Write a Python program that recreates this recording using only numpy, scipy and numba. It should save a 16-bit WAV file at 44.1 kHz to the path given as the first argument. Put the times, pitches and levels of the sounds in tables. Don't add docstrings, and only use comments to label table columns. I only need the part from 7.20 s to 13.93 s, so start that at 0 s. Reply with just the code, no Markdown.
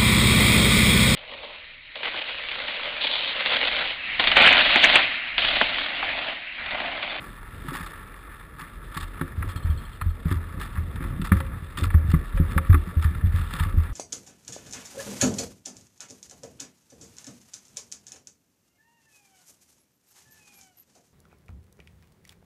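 import sys
import numpy as np
from scipy import signal
from scipy.fft import rfft, irfft
from scipy.io import wavfile
from scipy.ndimage import uniform_filter1d
from numba import njit

SR = 44100
rng = np.random.default_rng(int(sys.argv[2]) if len(sys.argv) > 2 else 0)


def generate_wav(signal):
    frames = np.transpose(np.atleast_2d(signal))
    scaled = np.clip(frames, -1, 1) * 32767
    pcm = np.round(scaled).astype(np.int16)
    wavfile.write(sys.argv[1], SR, pcm)


def gain_from_decibels(decibels):
    exponent = np.asarray(decibels, float) / 20
    return 10 ** exponent


N = 296789


def level(x):
    return x / np.sqrt(np.mean(x ** 2))


def resonate(x, modes):
    out = 0
    for k, (hz, width_hz, db) in enumerate(modes):
        b, a = signal.iirpeak(hz, hz / width_hz / 1.5, SR)
        once = signal.lfilter(b, a, x)
        out = out + (-1) ** k * gain_from_decibels(db) * signal.lfilter(b, a, once)
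    return out


def walk(rate_hz):
    hold = int(SR / rate_hz)
    steps = np.repeat(rng.standard_normal(400), hold)[:N]
    return 1.3 * uniform_filter1d(uniform_filter1d(steps, hold), hold)


def crackle(rate_hz, spread_db, tail_s):
    size_db = spread_db * np.minimum(rng.exponential(size=N), 2.6)
    grains = (rng.random(N) < rate_hz / SR) * gain_from_decibels(size_db)
    return level(signal.lfilter([1], [1, -np.exp(-1 / (tail_s * SR))], grains))


# frequency in Hz, level in dB per Hz.
MURMUR_COLOUR = [(35, -43.5), (60, 0), (138, -7), (206, -14), (351, -29), (524, -36), (800, -39),
                 (1040, -66)]


def rumble(ruts_db, hiss_db):
    hz = np.fft.rfftfreq(N, 1 / SR)
    points = np.array(MURMUR_COLOUR)
    colour = gain_from_decibels(np.interp(np.log(hz + 1), np.log(points[:, 0]), points[:, 1]))
    murmur = level(irfft(rfft(rng.standard_normal(N)) * colour, N))
    sway = level(resonate(rng.standard_normal(N), [(41, 14, -11.2), (33, 12, -16)]))
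    drone = level(resonate(rng.standard_normal(N), [(230, 190, 0), (545, 300, -11.5)]))
    sway_db = -41 + .4 * (ruts_db + 40)
    drone_db = hiss_db - 4
    return (gain_from_decibels(sway_db + 1.5 * walk(8)) * sway
            + gain_from_decibels(ruts_db + 2.5 * walk(20)) * murmur
            + gain_from_decibels(drone_db + 2.2 * walk(18)) * drone)


def hiss(hiss_db):
    grain, fine = crackle(60, 3.0, .005), crackle(500, 3.0, .0015)
    flicker_db = .9 * walk(12)
    bright_db = hiss_db - 12
    low = gain_from_decibels(hiss_db + flicker_db + 1.1 * walk(25)) * (.6 + .12 * grain + .45 * fine)
    high = gain_from_decibels(bright_db + flicker_db + 1.6 * walk(25)) * (.45 + .2 * grain + .45 * fine)
    top = gain_from_decibels(bright_db - 14.5 + flicker_db) * (.5 + .6 * grain)
    return low, high, top


# start in seconds, length in seconds, level in dB,
# brightness in dB.
SCRAPES = [(0.0, .1, -44, -14), (0.45, .28, -39.5, -12), (1.38, .08, -42, -15), (1.73, .12, -37, -10),
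           (2.28, .05, -41, -12), (2.352, .035, -40, -9), (3.06, .1, -41, -14), (3.385, .08, -38, -10),
           (3.55, .045, -37, -22), (3.81, .055, -38, -22), (4.035, .06, -37, -10), (4.12, .07, -38, -16),
           (4.565, .05, -37, -8), (4.625, .045, -31, -9), (4.895, .03, -41, -13), (5.29, .08, -41, -13),
           (5.44, .04, -39, -24), (5.655, .06, -45, -16), (5.81, .065, -37, -12), (6.11, .14, -41, -15),
           (6.3, .17, -38, -13), (6.62, .08, -46, -16)]


def scrapes():
    low, high, top, t = np.zeros(N), np.zeros(N), np.zeros(N), np.arange(N) / SR
    grit = .35 + .85 * crackle(260, 2.5, .0025)
    bright_grit = .4 * grit + .6 * grit[::-1]
    for s, length_s, db, bright_db in SCRAPES:
        swell = np.interp(t, [s, s + .25 * length_s, s + 1.3 * length_s], [0, 1, 0])
        burst = gain_from_decibels(db) * swell * grit
        low = np.hypot(low, burst)
        bright_burst = burst * bright_grit
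        high = np.hypot(high, bright_burst * gain_from_decibels(bright_db))
        top = np.hypot(top, bright_burst * gain_from_decibels(bright_db - 8))
    return low, high, top


# start in seconds, peak level in dB, brightness in dB.
TICKS = [(0.4828, -27, -15), (0.5367, -25, -16), (0.5495, -23, -15), (0.6065, -27, -17), (1.7674, -23, -15),
         (1.8277, -28, -10), (2.0105, -19, -23), (2.2232, -21, -28), (2.8115, -18, -30), (3.0525, -31, -20),
         (3.1108, -22, -21), (3.4116, -26, -12), (3.757, -29, -16), (3.8033, -32, -28), (4.0148, -27, -11),
         (4.118, -12, -26), (4.2014, -22, -17), (4.2637, -32, -22), (4.5835, -28, -12), (4.7012, -26, -25),
         (4.7391, -23, -29), (4.9387, -22, -23), (5.1735, -24, -23), (5.3765, -12, -22), (5.5009, -26, -24),
         (5.5273, -20, -24), (5.5428, -14, -27), (6.3066, -30, -12), (6.3629, -28, -13), (6.3964, -19, -15)]


def ticks():
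    low, high, t = np.zeros(N), np.zeros(N), np.arange(N) / SR
    for s, db, bright_db in TICKS:
        age = np.clip(t - s, 0, None)
        burst = (1 - np.exp(-age / .0004)) * gain_from_decibels(db - 60 * age / .045)
        low = np.hypot(low, burst * gain_from_decibels(-3.5))
        high = np.hypot(high, burst * gain_from_decibels(bright_db + 1.5))
    return low, high


# frequency in Hz, width in Hz, level in dB.
HOUSING_LOW = [(945, 190, -7), (1140, 70, 0), (1300, 160, 0.5), (1750, 180, -2.5), (2050, 200, -9.5),
               (2350, 300, -13.5)]
# frequency in Hz, width in Hz, level in dB.
HOUSING_HIGH = [(2800, 300, -2.5), (3200, 250, -7), (3560, 300, 0.4), (4250, 400, -13.5), (5000, 500, -14)]
# frequency in Hz, width in Hz, level in dB.
HOUSING_TOP = [(4250, 450, 0), (5100, 900, -2)]


def rattle(hiss_db):
    hiss_low, hiss_high, hiss_top = hiss(hiss_db)
    scrape_low, scrape_high, scrape_top = scrapes()
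    tick_low, tick_high = ticks()
    low = np.hypot(np.hypot(tick_low, scrape_low), hiss_low)
    high = np.hypot(np.hypot(tick_high, scrape_high), hiss_high)
    top = np.hypot(scrape_top, hiss_top)

    noise, dust = rng.standard_normal((2, N))
    snap = np.zeros(N)
    snap[[int(s * SR) + 30 for s, db, bright_db in TICKS]] = gain_from_decibels(13)
    noise = noise + snap

    out = 0
    for loudness, source, modes in ((low, noise, HOUSING_LOW), (high, noise, HOUSING_HIGH),
                                    (top, dust, HOUSING_TOP)):
        out = out + resonate(loudness * source, modes) / np.std(resonate(source, modes))
    return out


# frequency in Hz, width in Hz, level in dB.
CHATTER_RING = [(3220, 170, 0), (4250, 200, -4)]


def chatter():
    t, taps = np.arange(N) / SR, np.arange(9)
    gaps_s = .0665 * 1.035 ** taps
    starts = 2.294 + np.cumsum(gaps_s) - gaps_s
    taps_db = -45 - 1.0 * taps + 2.5 * np.cos(2.1 * taps - 2.1)
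    loudness = 0
    for s, db in zip(starts, taps_db):
        loudness = loudness + (t > s) * gain_from_decibels(db - 60 * np.abs(t - s) / .11)
    noise = rng.standard_normal(N)
    return resonate(loudness * noise, CHATTER_RING) / np.std(resonate(noise, CHATTER_RING))


# start in seconds, mount ring in dB, sway in dB, knock in dB, shell in dB.
KNOCKS = [(0.607, -38, -35, -37, -42), (1.767, -32, -36, -33, -36), (2.014, -29, -33, -25, -23),
          (2.244, -29, -30, -38, -33), (3.058, -17, -30, -20, -37), (3.115, -15, -40, -29, -24),
          (3.808, -29, -30, -32, -31), (3.851, -20, -21, -31, -32), (3.997, -25, -27, -24, -37),
          (4.12, -8, -45, -13, -25), (4.161, -15, -36, -42, -30), (4.425, -29, -36, -40, -50),
          (4.584, -33, -30, -34, -34), (4.624, -14, -24, -32, -29), (4.939, -12, -15, -12, -23),
          (5.201, -10, -17, -16, -23), (5.365, -12, -27, -21, -28), (5.499, -2, -10, -25, -28),
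          (5.544, -9, -17, -25, -20), (5.675, -29, -50, -31, -38), (5.771, -10, -25, -30, -37),
          (6.408, -14, -18, -26, -44), (6.463, -19, -24, -35, -38), (6.543, -26, -13, -34, -37)]
# start in seconds, mount ring in dB, sway in dB.
BUMPS = [(1.829, -31, -26), (2.181, -18, -38), (2.21, -21, -28), (2.273, -23, -36), (2.361, -24, -28),
         (2.45, -15, -20), (2.499, -13, -24), (2.556, -27, -29), (2.822, -23, -27), (2.865, -13, -17),
         (3.163, -17, -36), (3.273, -28, -42), (3.373, -28, -31), (3.582, -16, -28), (3.76, -29, -27),
         (4.263, -26, -43), (4.669, -17, -18), (4.748, -4, -17), (4.848, -15, -33), (4.89, -13, -20),
         (5.145, -22, -13), (5.328, -26, -28), (5.853, -9, -24), (5.959, -22, -28), (6.041, -9, -18),
         (6.073, -14, -19), (6.143, -12, -21), (6.199, -17, -21), (6.576, -8, -18), (6.7, -30, -22)]
# start in seconds, knock in dB, shell in dB.
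TAPS = [(0.448, -46, -34), (0.485, -30, -44), (0.521, -45, -29), (0.549, -42, -37), (1.421, -40, -43),
        (2.361, -38, -40), (3.344, -36, -48), (3.375, -35, -40), (3.76, -31, -42), (3.97, -34, -45),
        (4.022, -27, -32), (4.204, -34, -36), (4.263, -39, -41), (5.15, -29, -41), (5.91, -33, -40),
        (5.959, -34, -43), (6.199, -36, -40), (6.34, -30, -55)]
# start in seconds, level in dB.
CLIP_HITS = [(0.521, -48), (2.014, -45), (2.273, -48), (3.344, -51), (3.82, -47), (3.98, -50), (4.12, -37),
             (4.204, -37), (4.43, -54), (4.6, -44), (4.748, -45), (4.939, -46), (5.172, -36), (5.365, -33),
             (5.499, -49), (6.041, -50), (6.143, -48), (6.339, -51), (6.463, -48)]


def jolts():
    soft = [(s, ring_db, sway_db, ring_db - 21, ring_db - 30) for s, ring_db, sway_db in BUMPS]
    rows = np.array(sorted(list(KNOCKS) + soft))
    mount, sway, knock, shell = (rows[:, [0, k]].tolist() for k in range(1, 5))
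    knock = sorted(knock + [[s, knock_db] for s, knock_db, shell_db in TAPS])
    shell = sorted(shell + [[s, shell_db] for s, knock_db, shell_db in TAPS])
    return [None, mount, sway, knock, shell, CLIP_HITS]


@njit
def ring(push, pole):
    z, out = 0j, np.empty(len(push))
    for i in range(len(push)):
        z = z * pole[i] + push[i]
        out[i] = z.imag
    return out


# frequency in Hz, time to fade by 60 dB in seconds, push length in cycles,
# level in dB, number of its list in jolts(), pitch scatter as a share from 0 to 1.
MOUNT = [
    (84, .22, 1.35, 5.9, 1, .04),
    (41, .45, 1.6, 3.2, 2, .05),
    (165, .1, 1.4, 10.6, 3, .07),
    (274, .13, 1.6, 4.5, 4, .02),
    (346, .19, 1.6, -2.5, 4, .01),
    (533, .33, 4.0, 5.5, 5, .005),
]


def thumps():
    out, hits = 0, jolts()
    detune = rng.standard_normal((len(hits[3]), len(MOUNT)))
    for m, (hz, t60_s, cycles, db, column, scatter) in enumerate(MOUNT):
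        push, keep, pitch = np.zeros(N, complex), np.ones(N), np.full(N, 1. * hz)
        shape = np.hanning(int(cycles * SR / hz))
        shape /= shape.sum()
        shape_t = (np.arange(len(shape)) - len(shape) / 2) / SR
        for (s, size_db), d in zip(hits[int(column)], detune[:, m]):
            new_hz = hz * (1 + scatter * d)
            start = int(s * SR) - len(shape) // 2
            span = slice(start, start + len(shape))
            swing = np.exp(2j * np.pi * new_hz * shape_t)
            push[span] -= 1.4 * gain_from_decibels(size_db + db) * shape * swing
            keep[span] *= np.exp(-2.5 * shape)
            pitch[start:] = new_hz
        fade = np.log(1000) / (t60_s * SR)
        out = out + ring(push, keep * np.exp(2j * np.pi * pitch / SR - fade))
    return out


# time in seconds, ruts in dB, stud and engine hiss in dB.
RIDE = [(0.1, -45, -46.5), (0.6, -46, -45), (1.05, -52, -49), (1.6, -49, -49), (2.0, -44, -47),
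        (2.4, -41, -46), (2.85, -43, -50), (3.3, -39, -45.5), (3.9, -36, -48.5), (4.2, -34, -45),
        (4.48, -41, -48), (4.75, -34, -44), (5.1, -42, -45.5), (5.35, -33, -44), (5.68, -42, -47),
        (6.1, -35, -46), (6.42, -34, -45), (6.73, -41, -48)]


def scene():
    s, *columns = np.transpose(RIDE)
    ruts_db, hiss_db = (np.interp(np.arange(N) / SR, s, c) for c in columns)
    mix = rumble(ruts_db, hiss_db) + rattle(hiss_db) + chatter() + thumps()
    return mix[None]


def top_cut(x):
    return signal.sosfilt(signal.butter(12, 15960, fs=SR, output="sos"), x)


def record(dry):
    held_hz = 12000
    noisy = dry + gain_from_decibels(-70) * rng.standard_normal(dry.shape)
    slow = signal.resample_poly(noisy, held_hz, SR, axis=1)
    held = np.repeat(slow, 4, axis=1)
    out = signal.resample_poly(held, SR, 4 * held_hz, axis=1)[:, :N]
    out = signal.sosfiltfilt(signal.ellip(8, .2, 40, 15380, fs=SR, output="sos"), out)
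    out = signal.sosfilt(signal.butter(2, 25, "high", fs=SR, output="sos"), out)
    return top_cut(out)


dry = scene()
out = record(dry)
generate_wav(out)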